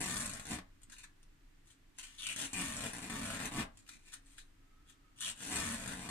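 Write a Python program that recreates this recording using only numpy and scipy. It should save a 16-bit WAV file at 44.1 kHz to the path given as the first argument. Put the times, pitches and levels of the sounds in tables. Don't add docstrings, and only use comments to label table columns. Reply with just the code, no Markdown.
import sys
import numpy as np
from scipy import signal
from scipy.fft import rfft, irfft
from scipy.io import wavfile
from scipy.ndimage import uniform_filter1d

SR = 44100
rng = np.random.default_rng(int(sys.argv[2]) if len(sys.argv) > 2 else 0)


def put_to_file(sound):
    columns = np.atleast_2d(sound).T
    safe = np.clip(columns, -1, 1)
    whole_steps = np.round(safe * 32767)
    wavfile.write(sys.argv[1], SR, whole_steps.astype(np.int16))


N = 269010
TIME = np.arange(N) / SR


def amp(db):
    return 10 ** (np.asarray(db) / 20)


def evened(x):
    return x / np.sqrt(np.mean(x ** 2) + 1e-20)


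def read(points, hz):
    f, value = np.transpose(points)
    return np.interp(np.log(hz + 1), np.log(f + 1), value)


def ring(x, response):
    return signal.oaconvolve(x, response / np.linalg.norm(response))[:N]


def colour(x, points, size=4096):
    log_gain = np.log(amp(read(points, abs(np.fft.fftfreq(size, 1 / SR)))))
    spectrum = np.exp(np.conj(signal.hilbert(log_gain)))
    return ring(x, np.fft.ifft(spectrum).real[:size // 2])


def resonate(x, hz, width):
    turn = np.exp(2j * np.pi * np.cumsum(hz) / SR)
    r = np.exp(-np.pi * width / SR)
    return 2 * (turn * signal.lfilter([1 - r], [1, -r], x / turn)).real


def clicks(per_s, spread_db, size=N):
    sizes = amp(spread_db * np.minimum(rng.exponential(1, size), 4))
    return sizes * (rng.random(size) < per_s / SR)


def signs(size=N):
    return rng.choice([-1, 1], size)


def steadied(x, size=1500):
    power = uniform_filter1d(uniform_filter1d(x ** 2, size), size)
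    return x / np.sqrt(abs(power) + np.mean(x ** 2) / 20)


def wander(per_s):
    knots = rng.standard_normal(400)
    return evened(np.interp(TIME * per_s, np.arange(len(knots)), knots))


# pitch_hz, correlation
PORT_LIKENESS = [(150, 0.98), (300, 0.42), (600, 0), (1200, 0.017)]


def pair(z, hz):
    same = np.clip(read(PORT_LIKENESS, hz), -1, 1)
    return np.array([z[0], same * z[0] + np.sqrt(1 - same ** 2) * z[1]])


# pitch_hz, relative_level_db (per Hz)
ROOM_AIR = [(12, -43), (20, 7.5), (54, -15), (101, -15.5), (245, -24.5), (282, -15), (382, -26.5),
            (534, -34), (1580, -30), (1770, -29), (5530, -39.5), (6910, -39), (8640, -40.5), (10200, -45),
            (15500, -48)]
# pitch_hz, level_db (rms)
ROOM_HUM = [(101, -84), (274, -81.5)]


def background(air_db=-62.5, hum_width=6):
    hz = np.fft.rfftfreq(N, 1 / SR)
    noise = rfft(rng.standard_normal((2, N)))
    air = irfft(pair(noise, hz) * amp(read(ROOM_AIR, hz)), N)
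    hum = sum(amp(db) * evened(resonate(rng.standard_normal(N), np.full(N, f), hum_width))
              for f, db in ROOM_HUM)
    return amp(air_db) * evened(air) + hum


# pitch_hz, t60_s
STUDIO_DECAY = [(120, 0.41), (300, 0.2), (800, 0.32), (2000, 0.21), (5000, 0.17), (12000, 0.13)]


def echoes(size, early_db=-4.0, tail_db=-7.5, early_t60=0.054):
    t, f = TIME[:size], np.fft.rfftfreq(size, 1 / SR)
    taps = signs((2, size)) * (rng.random((2, size)) < 4000 / SR) * (t > .002)
    hz, when, z = signal.stft(taps, SR, nperseg=256)
    fading = amp(-60 * when / read(STUDIO_DECAY, hz)[:, None])
    tail = signal.istft(z * fading, SR, nperseg=256)[1][:, :size]
    early = rng.standard_normal((2, size)) * (t > .0006) * amp(-60 * t / early_t60)
    mixed = amp(early_db) * evened(early) + amp(tail_db) * evened(tail)
    both = pair(rfft(mixed), f) / np.sqrt(size)
    return both * amp(read([(150, -20.0), (300, -7.0), (600, 1.5)], f))


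# pitch_hz, left_over_right_db
LEFT_LEAN = [(250, 0.5), (600, 3), (1200, 1), (2600, 4.5), (5000, 2), (9000, 4), (13000, -5.5)]
PORT_LAG_S = 4.1 / SR


def studio(x, direct_db=-4, size=16384, count=5, moves_per_s=4.0):
    f = np.fft.rfftfreq(size, 1 / SR)
    lag = np.exp(-2j * np.pi * f * PORT_LAG_S * np.array([[0], [1]]))
    direct = amp(direct_db + read([(280, -0.16), (450, -0.68)], f)) * lag
    paths = [(x, direct)]
    for k in range(count):
        share = np.sqrt(2 / count) * np.cos(np.pi * (moves_per_s * TIME + k / count))
        paths.append((x * share, echoes(size)))
    lean = amp(read(LEFT_LEAN, f) * np.array([[.5], [-.5]]))
    heard = 0
    for part, path in paths:
        response = np.roll(irfft(path * lean), 20, axis=1)
        heard = heard + signal.oaconvolve(part[None], response, axes=1)[:, 20:N + 20]
    return heard


# start_s, length_s, pitch_hz, relative_level_db
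FINGER_SQUEAK = (4.5, 0.8, 1285, -76.5)


def squeak(width_hz=75):
    s, length, hz, db = FINGER_SQUEAK
    pitch = np.full(N, hz)
    noise = rng.standard_normal(N)
    tone = evened(resonate(resonate(noise, pitch, width_hz), pitch, width_hz))
    return amp(db) * tone * np.sin(np.pi * np.clip((TIME - s) / length, 0, 1))


def crack(length_s, size=600):
    fibres = rng.standard_normal(size) * (rng.random(size) < .3)
    fibres = fibres * np.exp(-TIME[:size] / length_s)
    return fibres / np.linalg.norm(fibres)


# pitch_hz, relative_level_db (per Hz)
CRUMPLE_COLOUR = [(150, -40), (800, -13.5), (1200, -5.5), (1700, -1.5), (2300, -2), (3100, -1.5),
                  (4100, 1.5), (4900, -5), (6500, -0.5), (8200, 0.5), (10500, -7), (12500, -19.5),
                  (15500, -18)]
# start_s, relative_level_db, patch_pitch_hz, ring_over_level_db
SUDDEN_CREASES = [(0.818, -58.5, 8100, -9), (.833, -58.5, 7800, 4), (0.899, -52.5, 2700, -13),
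                  (.922, -45.5, 1720, -23), (0.966, -55.5, 2590, 1), (0.984, -47, 2610, -12),
                  (1.041, -49, 1840, -2), (1.23, -59, 8550, -7), (1.704, -58.5, 3060, -3),
                  (1.986, -37.5, 3080, -20), (3.773, -52, 7160, -7), (3.865, -59, 2780, -4),
                  (3.877, -54, 7900, -15), (3.8908, -41, 2020, -27), (4.131, -47, 1870, -11),
                  (4.138, -44, 8600, 0), (4.382, -44, 1740, -12.5)]
CREASE_SWELL_S, CREASE_FADE_S = 0.0023, 0.0031
# peak_s, relative_level_db, fade_s, patch_pitch_hz
FINGER_RUSTLES = [(.931, -53, 0.023, 1730), (.995, -55, 0.029, 2600), (1.038, -50.5, 0.0083, 2600),
                  (1.674, -63, .018, 8000), (1.712, -63, 0.021, 7840), (1.998, -42.5, 0.011, 2950),
                  (2.035, -47.5, 0.037, 3000), (2.14, -60.5, 0.26, 3100), (3.787, -62.5, 0.03, 7300),
                  (3.925, -55, 0.042, 2400), (4.078, -57.5, 0.041, 2600), (4.133, -47, 0.017, 1740),
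                  (4.269, -60.5, 0.012, 7800), (4.32, -63.5, 0.073, 8400), (4.39, -52, 0.016, 3930),
                  (4.895, -57, 0.021, 3300)]
RUSTLE_SWELL = 0.65


def crumple(level_db=-2, patch_q=4.4, crack_db=19, crack_s=0.00077, settle_db=-4, rustle_ring_db=-9):
    lead = SR // 10
    t = np.arange(-lead, SR // 2) / SR
    clusters = [(s, db, CREASE_SWELL_S, CREASE_FADE_S, hz, ring_db, True)
                for s, db, hz, ring_db in SUDDEN_CREASES]
    clusters += [(s, db, RUSTLE_SWELL * fade, fade, hz, rustle_ring_db, False)
                 for s, db, fade, hz in FINGER_RUSTLES]
    creases, patches = np.zeros((2, N))
    for s, db, swell, fade, hz, ring_db, sudden in clusters:
        buckles = clicks(per_s=520, spread_db=3.8, size=len(t)) * signs(len(t))
        cluster = steadied(buckles, size=600) * np.exp(np.minimum(t / swell, -t / fade))
        if sudden:
            first = amp(crack_db) * crack(crack_s)
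            cluster *= amp(settle_db)
            cluster[lead:lead + len(first)] += first
        span = round(s * SR) - lead + np.arange(len(t))
        creases[span] += amp(db) * cluster
        pitch, width = np.full(len(t), hz), hz / patch_q
        patch = evened(resonate(resonate(cluster, pitch, width), pitch, width))
        patches[span] += amp(db + ring_db) * np.std(cluster) * patch
    return amp(level_db) * colour(creases, CRUMPLE_COLOUR) + patches


# start_s (the end lifts at the frame), glue_tack_db
TAPE_STRIPS = [(-1.25, 9.5), (2, 1.77), (5, 0)]


def peel_age():
    starts = np.sort([s for s, tack_db in TAPE_STRIPS])
    latest = np.maximum(np.searchsorted(starts, TIME, side="right") - 1, 0)
    return np.maximum(TIME - starts[latest], 0)


def tack(dulling_db_per_s=7.5):
    glue_db = np.zeros(N)
    for s, db in TAPE_STRIPS:
        glue_db[TIME >= s] = db
    return amp(glue_db - dulling_db_per_s * peel_age())


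def give(give_s=0.48, steepness=2.7):
    return 1 - np.exp(-(peel_age() / give_s) ** steepness)


# pitch_hz, relative_level_db (per Hz)
PLUCK_COLOUR = [(25, -34), (60, 15.5), (100, 11), (150, 8.5), (265, 12.5), (350, -17), (480, -7), (620, -2),
                (950, -4), (1200, -5), (1750, 0), (2300, -5.5), (4000, -8.5), (12000, -31)]
# pitch_hz, relative_level_db, t60_s
CANVAS_MODES = [(34.4, 2.5, 0.54), (97.3, -9, 0.81), (131.3, -1.5, 0.2), (184.5, 4.5, 0.21),
                (228, -2, 0.17), (270.3, 5.5, 0.22), (417.6, -5.5, 0.14), (558.5, -12.5, 0.12),
                (640, -36, 0.037), (868, -22, 0.14), (1108, 2.5, 0.04), (1550, -14.5, 0.11)]


def canvas(plucks, skin_db=-2, modes_db=-3.0, shift_db=4.0, shifts_per_s=7):
    t = TIME[:SR // 2]
    modes = np.array([amp(db - 60 * t / t60) * np.cos(2 * np.pi * hz * t) for hz, db, t60 in CANVAS_MODES])
    drum = np.zeros(N)
    for mode in modes:
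        favour = evened(amp(shift_db * wander(shifts_per_s)))
        drum += signal.oaconvolve(plucks * favour, mode)[:N]
    skin = colour(plucks, PLUCK_COLOUR)
    return -amp(skin_db) * skin - amp(modes_db) * drum / np.linalg.norm(modes.sum(0))


# pitch_hz, relative_level_db (per Hz)
CRACKLE_COLOUR = [(550, -20), (1400, 3.5), (2600, -6), (4100, 2), (4750, -6), (5600, 1), (6500, 1),
                  (7850, 7), (9600, 3), (11000, -5.5), (12500, -14), (15500, -19.5)]


def glue_snaps(snaps, slips, count=8, variety_db=2.5):
    kind = rng.integers(0, count, N)[np.cumsum(slips > 0) % N]
    hz = np.linspace(300, 15500, 24)
    tints = read(CRACKLE_COLOUR, hz) + variety_db * rng.standard_normal((count, len(hz)))
    tints -= tints.mean(0) - read(CRACKLE_COLOUR, hz)
    return sum(colour(snaps * (kind == k), np.transpose([hz, tints[k]]), size=1024) for k in range(count))


# start_s, relative_snap_db, relative_canvas_pluck_db
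TAPE_JERKS = [(0.108, -31, -31), (.142, -37.5, -31), (0.168, -28.5, -26), (.204, -29.5, -41),
              (.259, -29.5, -28.5), (0.2954, -32.5, -33), (0.3355, -36, -32.5), (0.397, -35, -29),
              (0.454, -40, -44), (0.5176, -41, -26), (0.5294, -40, -28), (.587, -45, -26.5),
              (2.239, -40, -44), (2.268, -31.5, -33), (2.3623, -36, -27), (2.532, -33, -29),
              (2.6131, -47, -28.5), (2.767, -31.5, -27), (2.8494, -38, -35), (2.9336, -32.5, -31),
              (3.0991, -30.5, -23.5), (3.1574, -39, -26), (3.2328, -48, -33), (3.2544, -32, -28),
              (3.3041, -31, -23.5), (3.3392, -34, -27), (3.4554, -24.5, -25), (3.5718, -31, -30),
              (3.5998, -29, -23), (3.6266, -43, -28), (5.207, -33.5, -33), (5.559, -27.5, -28),
              (5.5674, -26.5, -24), (5.587, -28.5, -23), (5.6013, -25, -27), (5.877, -28.5, -30)]


def jerks(snap_db=13, tear_db=16, thump_db=9, tear_s=0.0016):
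    slips, tears, plucks = np.zeros((3, N))
    for s, db, pluck_db in TAPE_JERKS:
        at, tear = round(s * SR), crack(tear_s)
        slips[at], plucks[at] = amp(db), amp(pluck_db)
        tears[at:at + len(tear)] += amp(db) * tear
    snaps = (amp(tear_db) * tears - amp(snap_db) * slips) * tack()
    return amp(thump_db) * canvas(plucks * give()) + glue_snaps(snaps, slips)


def stick_slip(per_s=170, jitter=.4, spread_db=2.5, size=2000):
    gap, strength = rng.standard_normal((size, 2)).T
    gaps = np.exp(jitter * gap) / per_s
    at = np.round(np.cumsum(gaps) * SR).astype(int)
    sizes = amp(spread_db * strength) * np.sqrt(gaps)
    train = np.zeros(N)
    train[at[at < N]] = sizes[at < N]
    return evened(train)


# start_s, length_s, force_db (relative)
STRIP_RELEASES = [(0.502, 0.051, -40), (3.57, 0.042, -36)]


def releases(boom_hz=225, boom_width_hz=125, skin_db=-4, sway_hz=38, sway_width_hz=18,
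             rise_s=0.0026, stop_s=0.015):
    run = np.zeros(N)
    for s, length, db in STRIP_RELEASES:
        rise = np.clip((TIME - s) / rise_s, 0, 1)
        stop = np.exp(-(np.maximum(TIME - s - length, 0) / stop_s) ** 2)
        run += amp(db) * rise * stop
    slips = stick_slip(per_s=215, jitter=.26, spread_db=5)
    slips = slips - slips.mean()
    pitch = np.full(N, boom_hz)
    boom = evened(resonate(resonate(slips, pitch, boom_width_hz), pitch, boom_width_hz))
    sway = resonate(run, np.full(N, sway_hz), sway_width_hz)
    return sway - run * boom - amp(skin_db) * colour(run * slips, PLUCK_COLOUR)


def fold(plucks, level_db=1, hz=1700, swing=0.25, width_hz=550, turns_per_s=20):
    pitch = hz * np.exp(swing * wander(turns_per_s))
    return amp(level_db) * resonate(resonate(plucks, pitch, width_hz), pitch, width_hz)


# time_s, pitch_hz, level_over_force_db
TAUT_STRIP_RINGS = [
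    [(2.18, 3600, 6), (2.235, 2960, 5), (2.27, 2640, 6), (2.32, 2500, -1), (2.37, 3080, -5),
     (2.42, 2940, -7.5), (2.48, 2560, -2), (2.66, 2570, -11), (3.0, 2400, -11.5)],
    [(5.14, 2970, -4), (5.22, 3250, -3), (5.245, 3430, 2), (5.27, 2720, -1.5), (5.305, 2880, -9.5),
     (5.45, 3000, -11), (5.6, 2580, -16), (5.9, 2440, -22)],
]


def strip(bursts, width_hz=1000, long_db=-16, long_hz=2400, paper_hz=2950, paper_width_hz=160, paper_db=-2):
    hz, db = np.full(N, float(long_hz)), np.full(N, float(long_db))
    for curve in TAUT_STRIP_RINGS:
        s, ring_hz, ring_db = np.transpose(curve)
        short = (TIME >= s[0]) & (TIME <= s[-1])
        hz[short] = np.interp(TIME[short], s, ring_hz)
        db[short] = np.interp(TIME[short], s, ring_db)
    ticks = steadied(clicks(per_s=2000, spread_db=1.0) * bursts * signs(), size=700)
    rung = resonate(resonate(ticks, hz, width_hz), hz, width_hz)
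    paper = resonate(rung, np.full(N, paper_hz), paper_width_hz)
    return amp(db) * evened(rung + amp(paper_db) * paper)


# start_s, length_s, force_db (relative), force_change_db (over the tug)
HAND_TUGS = [(-0.02, 0.26, -41, -3), (0.197, 0.17, -45.5, -4.5), (0.393, 0.048, -53.5, -4),
             (0.446, 0.061, -52, 6.5), (0.501, 0.044, -41, -3), (2.176, 0.095, -56, 7),
             (2.276, 0.043, -45.5, -0.5), (2.35, 0.029, -44, -1), (2.383, 0.066, -39.5, -3.5),
             (2.483, .05, -59.5, 1), (2.524, 0.087, -45.5, 7), (2.613, 0.14, -40.5, -5),
             (2.767, 0.088, -45, 5.5), (2.869, 0.032, -44, -3), (2.929, 0.059, -46.5, 0),
             (3.015, 0.056, -43.5, -3.5), (3.093, 0.27, -44, 3), (3.386, 0.082, -40.5, -0.5),
             (3.507, 0.098, -45.5, 8.5), (5.157, 0.051, -70.5, 19), (5.204, 0.089, -44.5, 4),
             (5.348, 0.067, -62, 15), (5.417, 0.076, -45, 2.5), (5.504, .24, -37.5, -3),
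             (5.75, 0.18, -46, 3), (5.934, 0.13, -49, 3.5), (6.081, 0.056, -39.5, 0)]
TUG_RISE_S, TUG_RELEASE_S = 0.0058, 0.024


def pull():
    force = np.zeros(N)
    for s, length, db, change_db in HAND_TUGS:
        t = TIME - s
        attack = np.clip(t / TUG_RISE_S, 0, 1)
        release = np.exp(-(np.maximum(t - length, 0) / TUG_RELEASE_S) ** 2)
        held = amp(db + change_db * np.clip(t / length, 0, 1))
        force = np.maximum(force, attack * held * release)
    return force


def peel(glue_db=-1, slip_db=-2.5, canvas_db=0.48, small_db=-10, burst_s=0.00073, tension_s=0.047):
    force = pull()
    small = evened(clicks(per_s=520, spread_db=0.5))
    slips = steadied(stick_slip() + amp(small_db) * small, size=700)
    bursts = np.sqrt(signal.lfilter([1], [1, -np.exp(-1 / (burst_s * SR))], slips ** 2))
    threads = steadied(clicks(per_s=2200, spread_db=5) * bursts * signs(), size=600)
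    snaps = amp(glue_db) * threads - amp(slip_db) * slips
    keep = np.exp(-1 / (tension_s * SR))
    jolts = signal.lfilter([1, -1], [1, -keep], slips - slips.mean())
    plucks = jolts * force * give()
    crackle = glue_snaps(snaps * force * tack(), slips)
    return crackle + amp(canvas_db) * (canvas(plucks) + fold(plucks)) + force * strip(bursts)


def scene():
    return background() + studio(squeak() + crumple() + jerks() + releases() + peel())


def record(dry, edge_hz=15300):
    low_pass = signal.firwin(511, edge_hz, window=("kaiser", 9), fs=SR)
    return signal.oaconvolve(dry, low_pass[None], "same")


dry = scene()
out = record(dry)
put_to_file(out)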